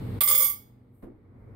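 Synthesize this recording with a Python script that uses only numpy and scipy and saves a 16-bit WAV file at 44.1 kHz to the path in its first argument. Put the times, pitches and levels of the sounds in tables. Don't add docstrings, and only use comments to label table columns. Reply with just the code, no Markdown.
import sys
import numpy as np
from scipy import signal
from scipy.fft import rfft, irfft
from scipy.io import wavfile
from scipy.ndimage import uniform_filter1d, minimum_filter1d

SR = 44100
rng = np.random.default_rng(int(sys.argv[2]) if len(sys.argv) > 2 else 0)


def bounce(signal):
    frames = np.transpose(np.atleast_2d(signal))
    limited = np.clip(frames, -1, 1)
    pcm = np.round(limited * 32767).astype(np.int16)
    wavfile.write(sys.argv[1], SR, pcm)


N = 68355
TIME = np.arange(N) / SR

CLINK_RISE_S = 0.0024
# start in seconds, force on the plate in dB,
# force on the spoon in dB, resonance that the touch favours in Hz.
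TOUCHES = [(.2068, -3, -1.5, 12060), (.211, -3, -4, 8730), (.2345, -7.5, -2.5, 14600),
           (.259, -13.5, -5, 15500), (.275, 1.5, -7, 8730), (.284, -0.5, -2.5, 8730),
           (.297, -3.5, 0.5, 15580), (.311, 1.5, 0, 15500), (.3245, -5.5, -1.5, 15500),
           (.3475, -1, -2.5, 15500), (.353, -6, -1, 15500), (.3765, -7, 2.5, 14600),
           (.3945, -6.5, -2, 15500), (.403, -3, -5, 12000), (.4205, -3, -2.5, 14600),
           (.427, -9.5, -5.5, 8730), (.439, -17.5, -3, 11900), (.446, -5.5, -5, 12000),
           (.465, -12, -10.5, 10200), (.481, -25, -7, 11900), (.497, -13, -10, 11900)]
TOUCH_S, PLATE_FORCE_DB, SPOON_FORCE_DB, FAVOURED_HZ = np.transpose(TOUCHES)


def spoon_on_glass():
    direct = glass_plate() + spoon() + zings()
    return landing() + spoon_bending() + direct + room(direct)


SPOON_DB = 10.5
SPOON_WASH_DB, SPOON_WASH_T60_S = -18.5, 0.085
# frequency in Hz, left level in dB and right level in dB before SPOON_DB,
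# t60 in seconds before MODE_T60_SCALE.
SPOON = [(8340, -41, -57, .2), (8657, -42, -56, .18), (8728, -35, -50, .27), (8830, -44, -60, .18),
         (9137, -42, -57, .22), (10205, -37, -47, .2), (10720, -46, -47, .16), (11110, -42, -38, .19),
         (11845, -40, -32, .25), (11885, -47, -38, .18), (12020, -44, -30, .23), (12533, -46, -37, .19),
         (12799, -47, -39, .2), (13395, -43, -34, .18), (13804, -45, -37, .23), (14050, -48, -42, .18),
         (14575, -44, -35, .12), (14604, -42, -34, .18), (15020, -48, -43, .17), (15485, -41, -33, .16),
         (15528, -36, -28, .18)]
# frequency in Hz, relative left and right levels in dB.
SPOON_WASH = [(5030, -41.5, -38), (7760, -16.5, -24.5), (8570, 4, -14), (8900, -4.5, -21),
              (11000, -2.5, -4), (13500, -2.5, 4.5), (15600, -3.5, -1)]


def spoon():
    modes = from_db(SPOON_DB) * ring(TOUCH_S, SPOON_FORCE_DB, SPOON)
    close_modes = cavity(TOUCH_S, SPOON_FORCE_DB, SPOON_WASH, SPOON_WASH_T60_S)
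    return modes + from_db(SPOON_WASH_DB) * close_modes


ZING_DB, ZING_T60_S, ZING_RISE_S = 2, 0.062, 0.0033
ZING_PAN_DB = -8
ZING_LEFT_BELOW_HZ = 10500


def zings():
    out = np.zeros((2, N))
    mode_hz = np.array(SPOON)[:, 0]
    for start_s, force_db, favoured_hz in zip(TOUCH_S, SPOON_FORCE_DB, FAVOURED_HZ):
        hz = mode_hz[np.argmin(np.abs(mode_hz - favoured_hz))]
        phase = TOUCH_SCATTER_RAD * rng.standard_normal()
        tone = np.sin(2 * np.pi * hz * TIME + phase) * dying(start_s, ZING_T60_S, ZING_RISE_S)
        pan_db = ZING_PAN_DB * np.sign(hz - ZING_LEFT_BELOW_HZ)
        out += from_db([[pan_db], [-pan_db]]) * from_db(ZING_DB + force_db) * tone
    return out


BEND_DB, BEND_FOLLOWS = 9, 0.4
SETTLE_S, SETTLED_T60_S = 0.435, 0.2
# frequency in Hz, left level in dB and right level in dB
# before BEND_DB, t60 in seconds before MODE_T60_SCALE.
BEND = [(527.6, -39, -49.5, 0.54)]


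def spoon_bending():
    damping = from_db(-60 * np.maximum(TIME - SETTLE_S, 0) / SETTLED_T60_S)
    return from_db(BEND_DB) * damping * ring(TOUCH_S, BEND_FOLLOWS * PLATE_FORCE_DB, BEND)


PLATE_DB = 9
PLATE_WASH_DB, PLATE_WASH_T60_S = -31.5, 0.25
# frequency in Hz, left level in dB and right level in dB
# before PLATE_DB, t60 in seconds before MODE_T60_SCALE.
PLATE = [(805, -59, -59, .3), (880, -57, -58, .25), (1156, -42, -38, .33), (1185, -47, -44, .25),
         (1265, -50, -50, .25), (2073, -44, -48, .28), (2190, -47, -45, .25), (2228, -46, -43, .28),
         (3070, -51, -49, .28), (3300, -48, -50, .25), (3455, -41, -46, .28), (3662, -52, -50, .25),
         (4285, -54, -51, .22), (4810, -51, -47, .24), (4912, -49, -44, .28), (5085, -50, -45, .24),
         (5605, -54, -51, .22), (5768, -52, -51, .28), (6420, -50, -48, .22), (6560, -47, -45, .24),
         (6812, -45, -42, .25), (6998, -55, -52, .3), (7480, -51, -58, .18), (7860, -50, -62, .2)]
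# as for the plate's modes, in Hz, dB, dB and seconds.
GLASS_RING = [(837, -64, -65, 1.6)]
# frequency in Hz, relative left and right levels in dB.
PLATE_WASH = [(300, -6.5, -8), (520, -15, -6.5), (724, -22, -21), (790, -3.5, -5), (930, -18.5, -18.5),
              (1200, -16.5, 7.5), (1500, -7.5, -18), (1900, -11, -19.5), (2040, 0, 7.5), (2450, -6, -12.5),
              (2690, -20, -13), (3300, 8, 5), (3860, -7, -9.5), (5200, -2.5, 1), (5340, -6, -4),
              (6000, -28.5, -26), (7130, 8.5, 5), (7250, -17, -16), (7560, -4, -18), (11000, -22.5, -24.5)]


def glass_plate():
    modes = from_db(PLATE_DB) * ring(TOUCH_S, PLATE_FORCE_DB, PLATE + GLASS_RING)
    close_modes = cavity(TOUCH_S, PLATE_FORCE_DB, PLATE_WASH, PLATE_WASH_T60_S)
    return modes + from_db(PLATE_WASH_DB) * close_modes


LANDING_DB, LANDING_T60_S = -33.5, 0.11
# frequency in Hz, relative level in dB.
LANDING = [(200, -13.5), (500, -0.5), (900, -0.5), (1700, -3.5), (2300, -0.5), (4200, 2.5), (5300, -12),
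           (6000, -30), (8000, -32.5)]


def landing():
    return from_db(LANDING_DB) * wash(TOUCH_S[:1], [0], LANDING, LANDING_T60_S, CLINK_RISE_S)


UNEVEN_DB = 3.5
MODE_T60_SCALE = 0.8
SIDE_PHASE_RAD = 1.7
TOUCH_SCATTER_RAD = 1.59


def ring(times, force_db, modes):
    out = np.zeros((2, N))
    at = (times * SR).astype(int)
    for hz, left_db, right_db, t60 in modes:
        uneven, scatter = rng.standard_normal((len(at), 2)).T
        strength = from_db(force_db + UNEVEN_DB * uneven)
        phase = 2 * np.pi * hz * at / SR + TOUCH_SCATTER_RAD * scatter
        clicks = np.full(N, 1e-18, complex)
        clicks[at] = strength * np.exp(1j * phase)
        pole = np.exp((2j * np.pi * hz - np.log(1000) / (MODE_T60_SCALE * t60)) / SR)
        tone = signal.lfilter([1], [1, -pole], clicks)
        turned = tone * np.exp(1j * SIDE_PHASE_RAD * rng.standard_normal())
        out[0] += from_db(left_db) * rms_one(tone.imag)
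        out[1] += from_db(right_db) * rms_one(turned.imag)
    return out


WEAK_MODES_DB, WEAK_MODES_T60_S = 1, 0.18


def cavity(times, force_db, spectrum, t60):
    clicks = np.zeros((1, N))
    clicks[0, (times * SR).astype(int)] = from_db(force_db)
    response = noise(spectrum) * dying(0, WEAK_MODES_T60_S, CLINK_RISE_S)
    thicket = signal.fftconvolve(clicks, response, axes=1)[:, :N]
    contact = wash(times, force_db, spectrum, t60, CLINK_RISE_S)
    return contact + from_db(WEAK_MODES_DB) * rms_one(thicket)


ROOM_DB, ROOM_DELAY_S = -10.5, 0.004
ROOM_T60_S, ROOM_TREBLE_T60_S, ROOM_TREBLE_HZ = 0.39, 0.29, 7000


def room(x):
    white = rng.standard_normal((2, N))
    low = signal.sosfilt(signal.butter(2, ROOM_TREBLE_HZ, fs=SR, output="sos"), white)
    echo = low * dying(ROOM_DELAY_S, ROOM_T60_S, CLINK_RISE_S)
    echo += (white - low) * dying(ROOM_DELAY_S, ROOM_TREBLE_T60_S, CLINK_RISE_S)
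    return from_db(ROOM_DB) * signal.fftconvolve(x, rms_one(echo) / np.sqrt(N), axes=1)[:, :N]


TAP_S, TAP_DB, TAP_T60_S, TAP_RISE_S = 1.022, -56.5, 0.17, 0.0047
CASING_DB, CASING_T60_S, KNOCK_RISE_S = -40, 0.34, 0.0015
# frequency in Hz, relative level in dB.
TAP = [(300, -2.5), (1000, -2), (2300, -17), (3000, -22.5), (6500, -36), (8500, -30), (12500, -23),
       (15500, -31)]
# start in seconds, relative force in dB.
KNOCKS = [(1.029, 7.5), (1.052, -12), (1.065, 1), (1.076, -6)]
# frequency in Hz, relative level in dB.
CASING = [(40, -3.5), (110, -9.5), (205, -2), (245, -1.5), (285, -4), (315, 2.5), (350, 0), (410, -8),
          (470, -9), (600, -16), (1100, -27.5), (2300, -41), (3500, -66), (8000, -87)]


def casing():
    times, force_db = np.transpose(KNOCKS)
    tap = wash([TAP_S], [0], TAP, TAP_T60_S, TAP_RISE_S)
    shudder = wash(times, force_db, CASING, CASING_T60_S, KNOCK_RISE_S)
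    return from_db(TAP_DB) * tap + from_db(CASING_DB) * shudder


HUM_WAVER, HUM_WAVER_HZ = 0.34, 14
# frequency in Hz, rms level in dB before waver and HUM_LEVEL.
HUM = [(100, -50), (121, -41), (197, -48.5), (223, -52), (252, -46.5), (470, -58)]
# time in seconds, gain in dB.
HUM_LEVEL = [(0, 2), (.17, -2.5), (.3, -3.5), (.85, -1.5), (1, -4), (1.55, -4.5)]


def appliance_hum():
    hum = 0
    for hz, db in HUM:
        level = from_db(db) * np.sqrt(2) * (1 + HUM_WAVER * drift(HUM_WAVER_HZ))
        phase = 2 * np.pi * (hz * TIME + rng.random()) + HUM_WAVER * drift(HUM_WAVER_HZ)
        hum = hum + level * np.sin(phase)
    return in_time(HUM_LEVEL) * hum


# frequency in Hz, relative level in dB.
RUMBLE = [(20, -23.5), (55, -1), (70, -7), (95, 6.5), (160, -8), (250, -7.5), (450, -11), (700, -21.5),
          (1200, -26), (1700, -33), (2200, -30), (2700, -49), (5000, -56.5), (7000, -62.5)]
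HISS = [(1500, -0.5), (2800, 4), (4200, 3), (6300, -15.5), (8500, -3), (11000, -8), (13000, 0),
        (15500, -9.5)]
RUSTLE = [(4000, -32.5), (7000, -18), (8500, -2), (10500, -5.5), (12500, 3), (15500, -5)]
# time in seconds, level in dB.
RUMBLE_LEVEL = [(0, -37), (.18, -36), (.6, -38.5), (.98, -42), (1.1, -42.5), (1.28, -40.5), (1.42, -38.5),
                (1.55, -36)]
HISS_LEVEL = [(0, -59.5), (.2, -59), (.6, -63), (.95, -70.5), (1.15, -73), (1.55, -82)]
RUSTLE_LEVEL = [(.88, -88), (.95, -57), (1.02, -59), (1.1, -81), (1.3, -88.5), (1.4, -75), (1.55, -77)]


def kitchen_noise():
    rumble = in_time(RUMBLE_LEVEL) * noise(RUMBLE)
    hiss = in_time(HISS_LEVEL) * noise(HISS)
    rustle = in_time(RUSTLE_LEVEL) * noise(RUSTLE)
    return rumble + hiss + rustle


def wash(times, force_db, spectrum, t60, rise_s):
    power = sum((from_db(db) * dying(s, t60, rise_s)) ** 2 for s, db in zip(times, force_db))
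    return rms_one(np.sqrt(power) * noise(spectrum))


# frequency in Hz, left-right correlation from -1 to 1.
LIKENESS = [(60, .95), (150, 0.84), (300, 0.88), (600, 0.17), (2000, 0.12), (8000, 0.034)]


def noise(spectrum):
    log_hz = np.log(np.arange(N // 2 + 1) * SR / N + 1)
    hz, *columns = np.transpose(spectrum)
    gain = from_db([np.interp(log_hz, np.log(hz), column) for column in columns])
    at_hz, alike = np.transpose(LIKENESS)
    alike = np.clip(np.interp(log_hz, np.log(at_hz), alike), -1, 1)
    mid, side = rfft(rng.standard_normal((2, N)))
    stereo = np.sqrt(1 + alike) * mid + np.sqrt(1 - alike) * side * [[1], [-1]]
    return rms_one(irfft(gain * stereo, N))


def drift(rate_hz):
    hz = np.arange(N // 2 + 1) * SR / N
    return rms_one(irfft(rfft(rng.standard_normal(N)) / (1 + (hz / rate_hz) ** 2) ** 2, N))


def dying(start_s, t60, rise_s):
    age = np.maximum(TIME - start_s, 0)
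    return (1 - np.exp(-age / rise_s)) * np.exp(-np.log(1000) * age / t60)


def in_time(rows):
    return from_db(np.interp(TIME, *np.transpose(rows)))


def from_db(db):
    return 10 ** (np.asarray(db) / 20)


def rms_one(x):
    return x / np.sqrt(np.mean(x ** 2) + 1e-20)


def scene():
    return spoon_on_glass() + casing() + appliance_hum() + kitchen_noise()


THRESHOLD_DB, MAX_CUT_DB = -20, 17.5
LOOK_AHEAD_S, ATTACK_S, HOLD_S, RELEASE_DB_PER_S = 0.018, 0.0056, 0.54, 12.5


def gain_control(x):
    power = uniform_filter1d(np.mean(x ** 2, axis=0), size=128)
    cut_db = np.clip(10 * np.log10(np.abs(power) + 1e-12) - THRESHOLD_DB, 0, MAX_CUT_DB)
    cut_db = np.interp(TIME + LOOK_AHEAD_S, TIME, cut_db)
    half_hold = int(HOLD_S * SR / 2)
    cut_db = -minimum_filter1d(-cut_db, 2 * half_hold + 1, origin=half_hold, mode="nearest")
    slope_db = RELEASE_DB_PER_S * TIME
    cut_db = np.maximum.accumulate(cut_db + slope_db) - slope_db
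    smoothing = np.exp(-1 / (ATTACK_S * SR))
    return x * from_db(-signal.lfilter([1 - smoothing], [1, -smoothing], cut_db))


CUTOFF_HZ = 15750


def record(dry):
    top_cut = signal.ellip(12, 0.2, 80, CUTOFF_HZ, fs=SR, output="sos")
    return signal.sosfilt(top_cut, gain_control(dry))


dry = scene()
out = record(dry)
bounce(out)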